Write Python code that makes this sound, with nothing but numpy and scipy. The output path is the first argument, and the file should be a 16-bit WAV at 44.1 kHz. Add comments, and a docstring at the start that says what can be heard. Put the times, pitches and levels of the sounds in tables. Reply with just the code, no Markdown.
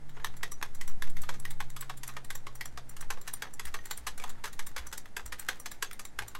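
"""A paved driveway, beside a car: a small trolley jack is pumped by hand in quick short strokes.
The steel lever knocks at the end of its travel and its loose pins tick in between; the steel rings,
the joints rub and the pump squeaks, amid short gritty scrapes. Paving, car and house throw the sound back.
Underneath lie a few soft low thumps, an engine far off sinking in pitch, and light air on the microphone.
"""
import sys
import numpy as np
from scipy import signal
from scipy.fft import rfft, irfft
from scipy.io import wavfile
from scipy.ndimage import uniform_filter1d

SR = 44100
rng = np.random.default_rng(int(sys.argv[2]) if len(sys.argv) > 2 else 0)


def generate_wav(signal):
    """Clip the signal to [-1, 1] and save it as 16-bit WAV at the path in sys.argv[1]."""
    frames = np.transpose(np.atleast_2d(signal))
    scaled = np.clip(frames, -1, 1) * 32767
    pcm = np.round(scaled).astype(np.int16)
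    wavfile.write(sys.argv[1], SR, pcm)


N = 281799
TIME = np.arange(N) / SR


def from_db(db):
    """Decibels to gain."""
    return 10 ** (np.asarray(db) / 20)


def unit(x):
    """Scales to rms 1."""
    return x / np.sqrt(np.mean(x ** 2) + 1e-20)


def read(points, hz, column=1):
    """One column of a table on a log-frequency axis."""
    table = np.transpose(points)
    return np.interp(np.log(hz + 1e-6), np.log(table[0] + 1e-6), table[column])


def add(mix, start, sound):
    """Mixes a sound in at a start time in seconds."""
    part = mix[max(round(start * SR), 0):][:len(sound)]
    part += sound[:len(part)]


def coloured(x, colour):
    """Filters by a (frequency, level) curve and scales to rms 1."""
    return unit(irfft(rfft(x) * from_db(read(colour, np.fft.rfftfreq(len(x), 1 / SR))), len(x)))


def noise(colour, size=N):
    """Noise of rms 1 with the given spectrum."""
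    return coloured(rng.standard_normal(size), colour)


def crackle(per_s, spread_db, cap):
    """Sparse random impulses, each boosted by up to cap times spread_db."""
    strength = rng.standard_normal(N) * from_db(spread_db * np.minimum(rng.exponential(1, N), cap))
    return strength * (rng.random(N) < per_s / SR)


def wander(per_s):
    """Random drift of rms 1 that heads for a new value per_s times a second."""
    return unit(np.interp(TIME * per_s, np.arange(2000), rng.standard_normal(2000)))


def swells(rows):
    """Gain over time of smooth swells, each (middle, length, level)."""
    return sum(from_db(db) * np.cos(np.pi * np.clip((TIME - middle) / length, -.5, .5)) ** 2
               for middle, length, db in rows)


def mode(t, hz, t60):
    """A sine that dies by 60 dB in t60 seconds."""
    return np.sin(2 * np.pi * hz * t) * np.exp(-np.log(1000) * t / t60)


def causal(db):
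    """Frequency response with this gain that rings only after the blow."""
    log_gain = np.log(from_db(np.r_[db, db[-2:0:-1]]))
    return np.exp(np.conj(signal.hilbert(log_gain)))[:len(db)]


# hush around the driveway, and wind rumble at the microphone: (frequency [Hz], relative level [dB])
HUSH_COLOUR = [(29, -59), (50, 9.5), (70, -4.5), (119, -2), (313, -7), (615, -12.5), (863, -9), (1020, -15),
               (2010, -15.5), (2560, -24), (5150, -26.5), (7570, -27), (9870, -30), (11700, -31),
               (16000, -72)]
RUMBLE_COLOUR = [(8, -4), (16, -28), (28, -7), (45, -15.5), (80, -27), (200, -31), (600, -65)]
# gusts on the microphone: (middle [s], length [s], level [dB])
GUSTS = [(.4, 0.84, -33.5), (1.05, 0.88, -16.5), (1.55, 0.6, -25.5), (2.35, 0.34, -33), (3.1, 0.39, -26.5),
         (3.7, 0.37, -30.5), (4.27, 0.44, -28.5), (4.64, 0.29, -27)]

def open_air(breeze_db=-31.5, sink_db_per_s=0.8, rumble_db=-54.5, hush_db=-58.5):
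    """Steady outdoor hush; gusts over a dying breeze sway and rumble at the microphone."""
    wind = from_db(breeze_db - sink_db_per_s * TIME) + swells(GUSTS)
    sway_hz = 4.5 + 2.5 * np.tanh(uniform_filter1d(wander(per_s=6), size=4000))
    sway = wind * np.sin(2 * np.pi * np.cumsum(sway_hz) / SR)
    rumble = from_db(rumble_db) * (wind / from_db(breeze_db)) ** 0.7 * noise(RUMBLE_COLOUR)
    return sway + rumble + from_db(hush_db) * noise(HUSH_COLOUR)


# the far engine's fundamental, as heard from the driveway: (time [s], level [dB])
ENGINE_LEVEL = [(0, -54.5), (.3, -57.5), (.7, -64), (1.4, -53), (2.1, -56), (3.05, -59), (3.7, -67.5),
                (4.4, -64), (5.9, -70.5), (6.39, -71)]

def far_engine(start_hz=144.5, sag_octaves_per_s=.069, octave_db=-72, half_order_db=-17, waver_db=0.9):
    """A far engine slowly winds down; uneven firing adds a weak half order."""
    level_db = np.interp(TIME, *np.transpose(ENGINE_LEVEL))
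    phase = 2 * np.pi * np.cumsum(start_hz * 2 ** (-sag_octaves_per_s * TIME)) / SR
    orders = [(1, level_db), (3 / 2, level_db + half_order_db), (2, octave_db)]
    waver = [(1, 0), (6, -4), (30, -40), (100, -100)]  # (frequency [Hz], relative level [dB])
    return np.sqrt(2) * sum(from_db(db + waver_db * noise(waver)) * np.sin(k * phase) for k, db in orders)


# soft low thumps under the work: (time [s], level [dB], pitch [Hz], t60 [s])
THUMPS = [(.235, -43, 93.6, 0.27), (2.269, -60, 57.4, .3), (2.7, -42.5, 66.3, 0.23), (3.639, -40, 61, 0.54),
          (3.974, -43, 60.3, 0.65), (4.771, -38.5, 55.5, 0.57), (5.23, -40.5, 54.6, 0.73),
          (6.161, -42.5, 50.4, 0.4), (6.191, -42, 107.7, 0.41), (6.282, -51, 67, 0.66)]

def thumps(rise_s=0.021, puff_db=-5, puff_decay_s=0.043):
    """A dull push, then a low ring."""
    out, t = np.zeros(N), np.arange(SR) / SR
    puff_colour = [(20, -6), (60, 24), (130, -0.5), (300, -43), (900, -62)]
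    for start, db, hz, t60 in THUMPS:
        puff = from_db(puff_db) * noise(puff_colour, size=SR) * np.exp(-t / puff_decay_s)
        add(out, start, from_db(db) * (mode(t, hz, t60) + puff) * (1 - np.exp(-t / rise_s)))
    return out


# the driveway's open-air tail: (frequency [Hz], t60 [s], level [dB])
TAIL = [(193, 0.26, -26), (493, 0.37, 1), (855, 0.093, -2.5), (1440, 0.14, -14.5), (3480, 0.2, -6),
        (6650, 0.16, -8), (10500, 0.097, -18), (15600, 0.11, -26)]
# close reflections off paving and car: (delay [s], level [dB])
ECHOES = [(.0062, -18), (.0105, -15), (0.017, -26), (.0195, -20.5), (.0315, -25.5)]

def driveway(x, build_s=0.0012, size=16384):
    """A few close reflections, smeared by rough surfaces, and a short open-air tail."""
    hz, t, tail = signal.stft(rng.standard_normal(size), SR, nperseg=256)
    decay_s = read(TAIL, hz)[:, None] / np.log(1000)
    tail *= from_db(read(TAIL, hz, column=2))[:, None] * np.exp(-t / decay_s) * np.sqrt(2 / (decay_s * SR))
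    response = signal.istft(tail, SR, nperseg=256)[1][:size]
    response *= 1 - np.exp(-np.arange(size) / SR / build_s)
    for delay, db in ECHOES:
        scatter = rng.standard_normal(96) * np.hanning(96)
        add(response, delay, from_db(db) * scatter / np.linalg.norm(scatter))
    return signal.fftconvolve(x, response)[:N]


def alternating_echoes(x, tails=6, crossfade_s=.13):
    """Six random echo tails alternate, so successive blows ring out slightly differently."""
    out = np.zeros(N)
    for tail in range(tails):
        steps_away = abs((TIME / crossfade_s - tail + tails / 2) % tails - tails / 2)
        out += driveway(x * np.cos(np.pi / 2 * np.minimum(steps_away, 1)))
    return out


# scrapes and light touches at the jack: (time [s], length [s], level [dB])
SCRAPES = [(0.144, 0.099, -60.5), (0.272, 0.041, -57), (0.337, 0.014, -55), (0.408, 0.009, -54),
           (0.612, 0.0085, -45), (1.03, 0.093, -73), (1.245, 0.033, -67), (3.431, 0.03, -43),
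           (4.147, 0.29, -60.5), (4.46, 0.036, -59), (4.79, 0.098, -56.5), (5.193, 0.0085, -40),
           (5.512, 0.068, -63), (6.265, 0.0069, -44.5)]

def scrapes(frame_colour):
    """Short gritty scrapes, and light touches just before a knock or tick, in the frame's colour."""
    grain = coloured(crackle(per_s=2000, spread_db=3.5, cap=3), frame_colour)
    return sum(from_db(db) * grain * np.sqrt(abs(np.sin(np.pi * np.clip((TIME - start) / length, 0, 1))))
               for start, length, db in SCRAPES)


# faint squeaks at the pump: (time [s], length [s], level [dB])
SQUEAKS = [(0.138, 0.047, -73), (0.21, .028, -72), (0.568, 0.064, -74), (6.13, 0.026, -89)]

def squeaks(from_hz=6100, to_hz=7350):
    """On some strokes the pump gives a short thin squeak that glides upwards."""
    out = np.zeros(N)
    for start, length, db in SQUEAKS:
        hz = np.linspace(from_hz, to_hz, int(length * SR))
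        glide = np.sin(2 * np.pi * np.cumsum(hz) / SR)
        add(out, start, from_db(db) * unit(np.hanning(len(hz)) * glide))
    return out


# rubbing in the linkage: (frequency [Hz], relative level [dB])
RUB_COLOUR = [(200, -15), (700, -5), (1800, 7), (3000, -3), (7000, -7), (10000, -8.5), (13000, -9),
              (16000, -15)]
# the joints bind and rub harder: (middle [s], length [s], level [dB])
BINDS = [(1.26, 0.27, -64.5), (3.28, 0.12, -66), (3.8, 0.72, -72.5), (4.23, 0.21, -57), (5.49, 0.22, -67)]

def linkage(clatter, rub_db=-27, settle_s=0.03, clump_db=4.5):
    """Each blow sets the joints sliding: they rub and snag, and settle until the next one."""
    pole = np.exp(-1 / (settle_s * SR))
    power = signal.lfilter([1 - pole], [1, -pole], uniform_filter1d(clatter ** 2, size=1500))
    effort = np.sqrt(abs(power) + 1e-14)
    level = from_db(rub_db) * clatter.std() * unit(effort ** 0.99) + swells(BINDS)
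    catches = crackle(per_s=60, spread_db=4, cap=2)
    click = noise(RUB_COLOUR, size=512) * np.exp(-np.arange(512) / 70)
    snags = unit(signal.fftconvolve(catches, click)[:N])
    rub = from_db(clump_db * wander(per_s=70)) * noise(RUB_COLOUR)
    return level * (rub + snags)


# some blows leave one high mode of the steel pinging: (time [s], pitch [Hz], level [dB], t60 [s])
PINGS = [(.249, 6010, -43, .06), (.518, 5920, -51, .11), (.627, 11390, -47, .06), (.877, 5975, -53, .09),
         (1.022, 11320, -42, .04), (3.421, 6080, -61, .4), (3.741, 6100, -57, .42), (4.075, 6000, -53, .11),
         (4.779, 6250, -44, .04), (5.168, 11340, -44, .06), (5.503, 6360, -41, .04),
         (5.871, 6430, -46, .03)]

def pings(rise_s=0.00067, shake_depth=0.88):
    """A single high mode swells and dies away after a blow, shaken by the loose parts around it."""
    out, t = np.zeros(N), np.arange(SR // 2) / SR
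    for start, hz, db, t60 in PINGS:
        shake = 1 + shake_depth * wander(per_s=250)[:len(t)]
        add(out, start, from_db(db) * shake * (1 - np.exp(-t / rise_s)) * mode(t, hz, t60))
    return out


# longer modes of the jack's steel: (frequency [Hz], relative level [dB], t60 [s])
STEEL_MODES = [(1118, -28, .06), (3350, -38, .04), (5860, -40, .09), (6005, -36, .11), (9030, -37, .06),
               (11340, -35, .05)]

def steel_ring(impacts):
    """The steel rings on after every blow."""
    t = np.arange(SR // 5) / SR
    response = sum(from_db(db) * unit(mode(t, hz, t60)) for hz, db, t60 in STEEL_MODES)
    return signal.fftconvolve(impacts, response / np.sqrt(len(t)))[:N]


# bands from the body to the top of a blow: (low edge [Hz], high edge [Hz])
BANDS = [(250, 750), (750, 2500), (2500, 6000), (6000, 10000), (10000, 16000)]

def blows(rows, balance, colour, peaks, ring_scale, ring_width_hz, rise_ratio, linger, lead, rebound_db):
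    """Each blow is a brief chatter of steel contacts and a few rebounds, coloured by the struck part."""
    size, lead_s, loud_samples = 4096, .005, .012 * SR
    t, hz, out = np.arange(size) / SR - lead_s, np.fft.rfftfreq(size, 1 / SR), np.zeros(N)
    bump = lambda centre, width: 1 / (1 + (2 * (hz - centre) / width) ** 2)
    centres, since_contact = np.sqrt(np.prod(BANDS, axis=1)), np.maximum(t + 0.00034, 0)
    # a faint, few-millisecond swell of noise leads into each blow
    lead_in = lead * (t < 0) * np.exp(np.minimum(t, 0) / .004)
    for start, level_db, decay_s, ring_hz, ring_db, *manner_db in rows:
        fall_s = linger * decay_s
        strike = (1 - np.exp(-since_contact / (rise_ratio * fall_s))) * np.exp(-since_contact / fall_s)
        # the loose lever rebounds at uneven moments, ever weaker
        rebounds = sum((t > at) * np.exp(-abs(t - at) / .002 - at / .04) for at in rng.uniform(.006, .05, 5))
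        contacts = rng.standard_normal(size) * np.exp(0.14 * rng.standard_normal(size))
        spectrum = rfft(contacts * (strike / strike.max() + lead_in + from_db(rebound_db) * rebounds))
        # no two blows land on the same spot, so the resonances answer unequally
        peaks_db = sum(db * rng.uniform(.3, 1.5) * bump(centre, width) for centre, width, db in peaks)
        main_ring_db = ring_scale * ring_db * bump(ring_hz, ring_width_hz)
        spectrum *= causal(read(colour, hz) + peaks_db + main_ring_db)
        # the manner of the contact (hardness, thud, weight) shares its energy among the bands
        band_db = level_db + np.dot(balance, [1, *manner_db])
        for _ in range(2):
            energy = np.array([np.sum(abs(spectrum[(hz > lo) & (hz < hi)]) ** 2) for lo, hi in BANDS])
            gain_db = band_db - 10 * np.log10(2 * energy / size / loud_samples)
            spectrum *= causal(read(np.c_[centres, gain_db], hz))
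        add(out, start - lead_s, irfft(spectrum))
    return out


# ticks in mid-stroke: (time [s], level [dB], nominal decay [s], ring [Hz], prominence [dB], weight [dB])
TICKS = [(0.0921, -65.5, 0.0051, 11900, 8, 8.5), (0.366, -57, 0.0062, 10350.0, 6, 1),
         (0.5176, -46.5, 0.0037, 5840.0, 1, 4), (0.7482, -53.0, 0.0042, 11500, 10, 0.5),
         (0.8772, -49, 0.0038, 5930, 1, 2.5), (0.891, -57.5, 0.0053, 5800, 16, 6),
         (1.0975, -56, 0.0048, 8550.0, 11, -1), (1.2176, -47.5, 0.0057, 11800, 10, -6),
         (1.3994, -49.5, 0.002, 11290.0, 3, -5.5), (1.505, -48.0, 0.0058, 9300, 7, 1.5),
         (1.7028, -54.5, 0.0011, 11270.0, 6, 0.5), (1.8089, -42.5, 0.0037, 7900, 21, -6),
         (1.9721, -53, 0.0056, 11960.0, 13, -3.5), (2.0773, -45, 0.0031, 9210.0, -1, -1),
         (2.246, -53.5, 0.0034, 12320.0, 3, 0), (2.3527, -46, 0.0037, 12600, 10, 2),
         (2.5527, -53.0, 0.0048, 7550, 3, 0.5), (2.6563, -47.5, 0.0024, 12920.0, -2, 3.5),
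         (2.8938, -51, 0.0034, 7350, 12, -3.5), (3.0094, -47.5, 0.0033, 5870.0, -1, 2),
         (3.2137, -53, 0.0031, 7600, 12, -1.5), (3.336, -39, 0.0031, 9140, 17, -5),
         (3.5368, -49.5, 0.0033, 7200, -1, -4.5), (3.6528, -48, 0.0034, 9200, 4, 3),
         (3.8561, -49, 0.0027, 7800, 5, 1), (3.91, -40, 0.0035, 7100, 5, 4),
         (3.9748, -46, 0.0026, 9050, 0, -5), (4.1783, -51.0, 0.0029, 8800, 13, 0),
         (4.2926, -50.5, 0.006, 7000, 9, 2), (4.303, -60, 0.0015, 12500, 8, 0),
         (4.5291, -53.5, 0.005, 7130, 10, 1.5), (4.6671, -46, 0.0041, 13100.0, 8, -0.5),
         (4.8681, -50, 0.0035, 6100, 13, 3), (4.9779, -44.5, 0.0032, 12830.0, -2, -1.5),
         (5.2609, -47, 0.0023, 7500, 9, -1), (5.3957, -43.0, 0.003, 8600, 13, -3.5),
         (5.5986, -49.5, 0.0038, 9000, 11, 0), (5.7156, -48.5, 0.0033, 6300, -8, 4),
         (5.93, -50.5, 0.0032, 8950, 8, -0.5), (6.052, -47.5, 0.0023, 8870.0, 7, 1),
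         (6.282, -48.5, 0.0024, 9050, 11, -1)]
# a weightier tick has more body, one row per band: (relative level [dB], change with weight [dB/dB])
TICK_BALANCE = [(-17.5, 1), (-6, 1.3), (-2, 0.93), (0.2, 0), (0.7, 0)]
# broad colour of the pins: (frequency [Hz], relative level [dB])
PIN_COLOUR = [(100, -19), (500, -22), (900, -11.5), (1900, -0.5), (2600, -14), (5000, -7), (7500, 10.5),
              (10000, -1), (12700, -0.5), (13700, -3), (15000, -27), (16000, 11.5)]
# their short resonances: (frequency [Hz], width [Hz], nominal boost [dB])
PIN_PEAKS = [(1185, 76, 14.2), (4150, 74, 1.1), (5827, 230, 11.6), (7334, 320, 12.8), (8000, 440, 10),
             (9050, 690, 12), (10880, 500, 11)]

def pin_ticks():
    """The loose pins take up their play with a small bright tick."""
    return blows(TICKS, TICK_BALANCE, PIN_COLOUR, PIN_PEAKS, ring_scale=1.0, ring_width_hz=470,
                 rise_ratio=0.45, linger=1.17, lead=0.29, rebound_db=-36)


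# the lever's knocks, foremost at the microphone:
# (time [s], level [dB], nominal decay [s], ring [Hz], nominal prominence [dB], hardness [dB], thud [dB])
KNOCKS = [(0.167, -50.5, 0.0053, 1420.0, 8, -8, 8), (0.1972, -51.5, 0.0047, 900, 2, -8, 1),
          (0.2451, -33.5, 0.0023, 1790, 6, -0.5, -4), (0.431, -34.5, 0.0031, 1956, 20, -0.5, -1),
          (0.6265, -34.5, 0.0025, 1320, 2, -1, -1.5), (0.811, -43.5, 0.0034, 1980, 15, 3.5, -1),
          (1.0224, -37, 0.0019, 1880, 3, -1.5, -4), (1.0706, -52, 0.005, 1190, -5, 0, 4),
          (1.1674, -48.0, 0.0031, 2070, 13, 0, -8), (1.2339, -45, 0.0041, 1230, 10, -4, -8),
          (1.2903, -36.5, 0.0035, 1920, 8, -1, 3), (1.3388, -51, 0.0066, 1270, 2, 2, 7),
          (1.4513, -40.5, 0.0027, 1950, 12.5, -1, -7), (1.6027, -37, 0.0038, 1820, 2.5, -2, -2),
          (1.7639, -45.5, 0.0044, 1230, 12, 3, -7), (1.821, -45.0, 0.0067, 1140, 10, -4, -4),
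          (1.8959, -39.5, 0.0041, 1670, 1, -2, 2), (2.0328, -46, 0.0038, 1960, 5, 6, -3),
          (2.0851, -44.5, 0.0079, 1180, 7, -2, -6), (2.1667, -41, 0.0032, 1820, 3, -2.5, 4),
          (2.3035, -40.5, 0.003, 2130, 10, 2, -3), (2.4678, -42.5, 0.0033, 1160, 5, -3, 2),
          (2.6096, -38, 0.0031, 2000, 17, -2, -8), (2.7744, -42.5, 0.0035, 1190, 9, -1, 4.5),
          (2.9659, -52, 0.0034, 1400, 8, 6, 0), (3.0249, -48.5, 0.004, 1540.0, 1, -7, 0),
          (3.1035, -35.5, 0.0039, 1030, 5, 1.5, 0), (3.173, -51.5, 0.0019, 845, 4, -7, 10.5),
          (3.2759, -41.5, 0.0046, 1740, 11, 4, -1), (3.4213, -36.5, 0.0033, 1610, 12, 0, -1),
          (3.4682, -52.5, 0.0048, 1160.0, 4, -9, 7), (3.5953, -40.5, 0.0029, 1920, 8, 3, -1),
          (3.7411, -37.5, 0.0041, 1150, 12, 0.5, 2), (3.7896, -49.5, 0.0011, 1890, 18, -9, -11),
          (4.067, -35.0, 0.0062, 1120, 6, 2.5, -1), (4.1984, -47, 0.0021, 2360, 16, 1.5, 8),
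          (4.2212, -55, 0.0027, 2250, 17, 2, 2), (4.2383, -40, 0.003, 910, 12.5, 1, 4.5),
          (4.4395, -38.0, 0.0052, 1660, 3, 0.5, 2), (4.454, -43, 0.0048, 2210.0, 2, 2.5, -1),
          (4.476, -50, 0.0037, 1300, 10, 1, -6), (4.592, -40, 0.0038, 2040, 6, 2.5, -2),
          (4.7632, -38.5, 0.004, 1590, 2, 1, 2.5), (4.779, -41.5, 0.0054, 2260, 6, 0, -4),
          (4.9263, -42.5, 0.005, 1470, 10, 5, 2), (5.0565, -51.5, 0.0029, 880, 8, -3, -5),
          (5.1662, -36.5, 0.0031, 1610, 8, 1, 0), (5.322, -39.5, 0.0057, 1990, 8, 0, -2),
          (5.486, -29.5, 0.0033, 1590, 10, -1, -2), (5.6582, -42, 0.0038, 1670.0, -2, 5, 3.5),
          (5.8245, -32.5, 0.0033, 1610, 7, 3, -1), (5.912, -46, 0.0015, 2090, 16, -1.5, -9),
          (5.9934, -45.5, 0.004, 1570, -1, 5, -1), (6.1888, -33.5, 0.0026, 1630, 6, -1.5, -2.5),
          (6.2204, -46.5, 0.0032, 2210, 15.5, -0.5, 9), (6.3501, -40.5, 0.0028, 1120, 12, -3.5, -11)]
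# a harder knock is brighter and a thud adds body, one row per band:
# (relative level [dB], change with hardness [dB/dB], change with thud [dB/dB])
KNOCK_BALANCE = [(-15, -0.3, 0.96), (-0.5, 0, 0), (-5, .5, 0), (-8.5, 1.5, 0), (-12, 1.4, -0.5)]
# broad colour of the frame: (frequency [Hz], relative level [dB])
FRAME_COLOUR = [(100, -32), (250, -21.5), (420, -6.5), (620, -12), (850, -1.5), (1700, 2.5), (2400, -6.5),
                (4500, -17), (7000, -22), (10000, -26.5), (12500, -23), (13500, -28), (16000, -31)]
# its short resonances: (frequency [Hz], width [Hz], nominal boost [dB])
FRAME_PEAKS = [(1226, 70, 6), (3420, 92, 7.5), (6220, 280, 6.5), (7850, 190, 6.5), (8900, 240, 4.5),
               (11240, 680, 9.5)]

def lever_knocks():
    """The steel lever meets its stop, sounds the frame and rattles back."""
    return blows(KNOCKS, KNOCK_BALANCE, FRAME_COLOUR, FRAME_PEAKS, ring_scale=0.92, ring_width_hz=290,
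                 rise_ratio=0.32, linger=1.39, lead=0.09, rebound_db=-13)


def scene():
    """One microphone on the driveway: the jack and its reflections over the low background."""
    impacts = lever_knocks() + pin_ticks()
    clatter = impacts + steel_ring(impacts)
    jack = clatter + pings() + linkage(clatter) + scrapes(FRAME_COLOUR) + squeaks()
    return (jack + alternating_echoes(jack) + thumps() + far_engine() + open_air())[None]


def record(dry):
    """The recorder's band limit."""
    edge_hz = 15850
    lowpass = signal.firwin(301, edge_hz, window=("kaiser", 9), fs=SR)
    return signal.oaconvolve(dry, lowpass[None], "same")


dry = scene()
out = record(dry)
generate_wav(out)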